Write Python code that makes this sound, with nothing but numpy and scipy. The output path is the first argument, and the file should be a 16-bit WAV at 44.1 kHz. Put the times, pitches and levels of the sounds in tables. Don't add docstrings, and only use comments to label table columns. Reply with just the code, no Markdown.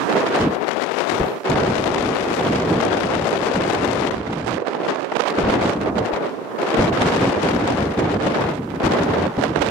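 import sys
import numpy as np
from scipy import signal
from scipy.fft import rfft, irfft, next_fast_len
from scipy.io import wavfile
from scipy.ndimage import uniform_filter1d

SR = 44100
rng = np.random.default_rng(int(sys.argv[2]) if len(sys.argv) > 2 else 0)


def waveform_to_disk(signal):
    frames = np.transpose(np.atleast_2d(signal))
    scaled = np.clip(frames, -1, 1) * 32767
    samples = np.round(scaled).astype(np.int16)
    wavfile.write(sys.argv[1], SR, samples)


N = 427769
TIME = np.arange(N) / SR


def undb(db):
    return 10 ** (db / 20)


def ramp(since, length_s):
    return np.clip(since / length_s, 0, 1)


def curves(table):
    times, *columns = np.transpose(table)
    return [np.interp(TIME, times, column) for column in columns]


def walk(rate):
    step = 8
    knots = rng.standard_normal(N // 16)
    path = np.interp(TIME[::step] * rate, np.arange(len(knots)), knots)
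    path = uniform_filter1d(path, max(int(SR / step / rate / 2), 1))
    return uniform_filter1d(np.repeat(path / path.std(), step), step)[:N]


def noise_bands(source, colour, unit_hz):
    size = next_fast_len(N, True)
    hz = np.maximum(np.arange(size // 2 + 1) * SR / size, 1)
    points, db = np.transpose(colour)
    gain = undb(np.interp(np.log(hz), np.log(points), db))
    gain /= np.sqrt(np.mean(gain ** 2 * (hz > unit_hz[0]) * (hz < unit_hz[1])))
    spectrum = rfft(source, size) * gain
    centres = 100 * 2. ** np.arange(8)
    octave = np.log2(np.clip(hz, centres[0], centres[-1]))
    return [(c, irfft(spectrum * np.maximum(1 - abs(octave - np.log2(c)), 0), size)[:N]) for c in centres]


# t/s, level/dB, extra foam hiss/dB
SURF_LEVEL = [(0, -25.5, -11), (1.2, -47.5, 17), (3.3, -52, 9), (4.6, -39.5, -16), (6.4, -35.5, -8),
              (8.6, -39.5, -1), (9.7, -46, 2)]
# f/Hz, relative level/dB
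SURF_SPECTRUM = [(30, -30), (100, -9), (280, 8.5), (500, -15), (1000, 2), (2200, -12.5), (4500, -21.5),
                 (9000, -29.5), (15500, -36)]

def surf(swell_db=2.5, flicker_db=3.0, foam_hz=6000):
    level_db, foam_db = curves(SURF_LEVEL)
    bands = noise_bands(rng.standard_normal(N), SURF_SPECTRUM, unit_hz=(20, 16000))
    wash = sum(band * undb(foam_db * hz / (hz + foam_hz) - flicker_db * walk(7)) for hz, band in bands)
    return wash * undb(level_db + swell_db * walk(2.5))


# f/Hz, relative level/dB
RUMBLE_SPECTRUM = [(20, -24), (35, -17.5), (60, -8.5), (100, -1.5), (170, 1), (290, 1.5), (450, -8),
                   (800, -29), (2000, -103)]

def rumble(gain, trim_db=1, throb_db=2.5):
    bands = noise_bands(rng.standard_normal(N), RUMBLE_SPECTRUM, unit_hz=(25, 110))
    return sum(band for hz, band in bands) * gain * undb(trim_db + throb_db * walk(35))


# t/s, peak level/dB
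FRONT_THUMPS = [(.428, -24), (1.214, -19.5), (1.548, -31), (5.44, -21), (5.495, -24), (6.138, -31),
                (6.794, -19), (8.85, -30), (9.61, -29)]

def thumps(width_s=0.0029):
    pressure = np.zeros(N)
    for at, peak_db in FRONT_THUMPS:
        offset = np.clip((TIME - at) / width_s, -10, 10)
        pressure -= undb(peak_db) * offset * np.exp((1 - offset ** 2) / 2)
    return pressure


# t/s, length/s, surge of the roar/dB, extra rasp/dB, rumble level/dB
WALL_GUSTS = [(0.072, 0.29, 3.5, 0.5, -68), (0.336, 0.099, 3, 3, -60), (0.39, 0.083, -0.5, 0.5, -32.5),
              (1.09, .1, 1.5, -1, -49), (1.191, 0.046, 1, -5.5, -39), (1.491, 0.63, 2.5, 0, -39),
              (2.16, 0.61, 0, 6.5, -44), (2.383, 0.39, 1, -4, -35), (2.813, 0.69, 3.4, -2, -44),
              (3.537, 1.02, 1.5, 2, -40.5), (5.373, 0.33, 4, 0.5, -39), (5.75, 0.28, -0.4, -3, -37.5),
              (6.61, 0.11, 1, 4.5, -60.5), (6.77, 0.22, 3.5, 1.5, -36), (7.007, 0.28, 1, 5, -34.5),
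              (7.358, 0.55, 0.5, 0.5, -36.5), (7.965, 0.26, 0.5, -0.5, -34), (8.228, 0.55, 2.5, 0, -40.5),
              (8.829, 0.46, 3.5, -0.5, -36.5), (9.37, .32, -2.5, -2, -34.5)]

def gusts(attack_s=0.0079, release_s=0.029, sag_s=0.46, front_s=0.18, rumble_floor_db=-77):
    surge_db, edge_db = np.zeros((2, N))
    rumble_gain = np.full(N, undb(rumble_floor_db))
    for start, length, lift_db, rasp_db, rumble_db in WALL_GUSTS:
        on = TIME > start
        age = TIME[on] - start
        attack = ramp(age, attack_s)
        held = attack * np.exp(-np.clip((age - length) / release_s, 0, 20))
        surge_db[on] += lift_db * attack * np.exp(-age / sag_s)
        edge_db[on] += rasp_db * held
        overshoot_db = 1.7 * lift_db * np.exp(-age / front_s)
        rumble_gain[on] = np.maximum(rumble_gain[on], held * undb(rumble_db + overshoot_db))
    return surge_db, edge_db, rumble_gain


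# t/s, length/s, left drop/dB, right drop/dB, rasp lost/dB (below 0 counts as 0)
WIND_LULLS = [(-.1, 0.19, 9.5, -3.5, 8), (0.534, 0.58, -3, 20, 3), (1.301, 0.15, 7, 6.5, 0.5),
              (1.38, 0.064, 18, 11.5, 3), (4.141, .32, 9, 7, -2.5), (4.448, 0.44, 5, 1.5, 0.5),
              (4.579, 0.091, 4, 4, 8), (4.69, 0.099, 6, 0, -10), (4.962, .2, 20, 2, 1),
              (5.14, 0.15, 11, 2, -4), (5.747, 0.062, 5, 7.5, 1), (5.907, 0.046, 3, 1.5, 11),
              (6.04, 0.72, 0, 0.5, 2.5), (6.294, 0.29, 10, 5, 9), (6.898, 0.027, 6, -2, 4.5),
              (7.843, 0.13, 3.5, 5.5, -2), (8.176, 0.029, 23, 2.5, 0), (8.529, 0.27, 8.5, 11.5, 1),
              (8.577, 0.125, 15, 7, 7), (9.28, 0.097, 6, 7, 2.5), (9.488, 0.067, 7, 3, 2.5)]

def lulls(fall_share=0.33, return_s=0.0076):
    drop_db = np.zeros((3, N))
    for start, length, *drops in WIND_LULLS:
        fall_s = fall_share * length
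        sinking = ramp(TIME - start + fall_s / 2, fall_s)
        ending = ramp(start + length - TIME + return_s / 2, return_s)
        drop_db = np.maximum(drop_db, np.outer(drops, sinking * ending))
    return drop_db


def eddies(shared, likeness=0.57, small_hz=560):
    size = next_fast_len(N, True)
    hz = np.arange(size // 2 + 1) * SR / size
    share = likeness / np.sqrt(1 + (hz / small_hz) ** 2)
    own = rfft(rng.standard_normal(N), size)
    return irfft(np.sqrt(share) * rfft(shared, size) + np.sqrt(1 - share) * own, size)[:N]


def spits(rate, size_db, decay_s, limit_db):
    bursts = (rng.random(N) < rate / SR) * np.minimum(rng.exponential(size=N), 3)
    lift_db = size_db * signal.lfilter([1], [1, -np.exp(-1 / (decay_s * SR))], bursts)
    return np.minimum(uniform_filter1d(uniform_filter1d(lift_db, 9), 9), limit_db)


# t/s, roar level/dB, rasp/dB, half-width/s, channel (0 left, 1 right)
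PORT_SLAPS = [ (4.073, -21.5, 1, 0.0034, 0), (4.102, -27, -35, 0.0039, 0), (4.333, -25.5, -6, 0.0043, 0),
              (4.866, -15, -21, 0.0033, 1), (4.894, -13, -14, 0.013, 0), (5.124, -13.5, -16, 0.0056, 0),
              (5.164, -16, -7.5, 0.011, 1), (5.185, -25, -28, .004, 0), (5.203, -15, -9.5, 0.0088, 1),
              (5.282, -18.5, -4.5, 0.03, 1), (5.492, -15, -10, 0.0016, 0), (6.63, -16, -16.5, 0.0041, 1),
              (6.747, -13, -9.5, 0.0046, 1), (8.74, -4, -44.5, 0.0019, 1), (8.855, -18.5, -6, 0.015, 0),
              (9.438, -13.5, -4, 0.0036, 1), (9.627, -15.5, -5.5, 0.017, 1), ]

def slaps(roar_db, rasp_db, channel):
    for at, slap_db, slap_rasp_db, width_s, side in PORT_SLAPS:
        if side == channel:
            share = np.exp(-((TIME - at) / width_s) ** 2)
            roar_db += share * (slap_db - roar_db)
            rasp_db += share * (slap_rasp_db - rasp_db)


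def buffeting(roar_db, rasp_db, channel, throb_db, flutter_db, rasp_trim_db, ceiling_db=-8):
    roar_db = roar_db + throb_db * walk(36)
    glancing = np.clip((ceiling_db - rasp_db) / 10, 0.22, 1.2)
    rasp_db = rasp_db + rasp_trim_db + glancing * (flutter_db * walk(60) - 5)
    excess_db = np.clip(rasp_db - ceiling_db, 0, 6)
    pop_db = spits(rate=16, size_db=5.5, decay_s=0.0011, limit_db=10)
    roar_db += pop_db
    rasp_db = np.minimum(rasp_db, ceiling_db) - 0.41 * pop_db
    slaps(roar_db, rasp_db, channel)
    return roar_db, rasp_db, excess_db


def treble_share(hz, roar_hz=400, treble_hz=3000, knee_hz=520):
    band, low, high = np.log(1 + (np.array([hz, roar_hz, treble_hz]) / knee_hz) ** 2)
    return max((band - low) / (high - low), 0)


# f/Hz, relative level/dB
PORT_SPECTRUM = [(60, -27), (120, -15.5), (200, -7), (400, 1), (650, -1), (1000, -5), (2000, -12),
                 (4000, -20.5), (7000, -29), (10000, -39), (15500, -56.5)]

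def port(pressure, flow, crackle_db, full_rasp_db=-9.5):
    roar_db, rasp_db, excess_db = flow
    grain_db = crackle_db * walk(900) + spits(rate=190, size_db=4, decay_s=0.0008, limit_db=11)
    dull_db = np.minimum(rasp_db - full_rasp_db, 0)
    hard_db = np.maximum(rasp_db - full_rasp_db, 0) + grain_db - 2
    sizzle_db = 1.43 * walk(30) + 0.31 * excess_db - 3
    sizzle_db += spits(rate=77, size_db=9.5, decay_s=0.00045, limit_db=17)
    sound = np.zeros(N)
    for hz, band in noise_bands(pressure, PORT_SPECTRUM, unit_hz=(200, 700)):
        follow = treble_share(hz)
        top = np.clip(2 * (follow - 1), 0, 1)
        band_db = follow * dull_db + min(follow, 1) * hard_db + top * sizzle_db
        sound += band * undb(band_db + 0.65 * walk(450))
    sound *= undb(roar_db + 2.26 * walk(220))
    return signal.sosfilt(signal.butter(3, 110, "high", fs=SR, output="sos"), sound)


# t/s, lean (positive towards the left port)
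WIND_LEAN = [(0.0, -9), (0.1, -0.5), (0.51, -3), (0.54, -0.5), (1.13, 28), (1.4, -10.5), (1.46, 9.5),
             (2.37, 16.5), (2.43, 1), (2.94, 12), (4.11, 16.5), (4.13, 0.5), (4.54, -15.5), (4.86, 2),
             (5.21, -11.5), (5.43, 2), (5.99, -9.5), (6.02, 3), (8.51, 3), (8.56, -21.5), (8.89, 2),
             (9.24, 0.5), (9.37, -11.5), (9.7, -15.5)]

def wind(surge_db, edge_db, left_db=-25.15, right_db=-24.01, ahead_rasp_db=-13, port_lag_s=7e-5):
    left_drop_db, right_drop_db, dulling_db = lulls()
    lean, = curves(WIND_LEAN)
    roar_tilt_db, rasp_tilt_db = 0.11 * lean, 0.44 * lean
    rasp_db = ahead_rasp_db + edge_db - dulling_db
    shared = rng.standard_normal(N)
    shifted = np.interp(TIME - port_lag_s * np.tanh(lean / 2), TIME, shared)

    pressure = eddies(shared)
    flow = buffeting(left_db + surge_db - left_drop_db + roar_tilt_db, rasp_db + rasp_tilt_db,
                     channel=0, throb_db=1.0, flutter_db=5.5, rasp_trim_db=3.5)
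    left = port(pressure, flow, crackle_db=2.0)

    pressure = eddies(shifted)
    flow = buffeting(right_db + surge_db - right_drop_db - roar_tilt_db, rasp_db - rasp_tilt_db,
                     channel=1, throb_db=1.4, flutter_db=5.5, rasp_trim_db=0.17)
    right = port(pressure, flow, crackle_db=3.0)
    return np.array([left, right])


def scene():
    surge_db, edge_db, rumble_gain = gusts()
    return wind(surge_db, edge_db) + np.array([surf(), surf()]) + rumble(rumble_gain) + thumps()


def record(dry):
    rounded = np.tanh(0.79 * dry) / 0.82
    return signal.sosfilt(signal.ellip(10, 0.2, 80, 15750, fs=SR, output="sos"), rounded)


dry = scene()
out = record(dry)
waveform_to_disk(out)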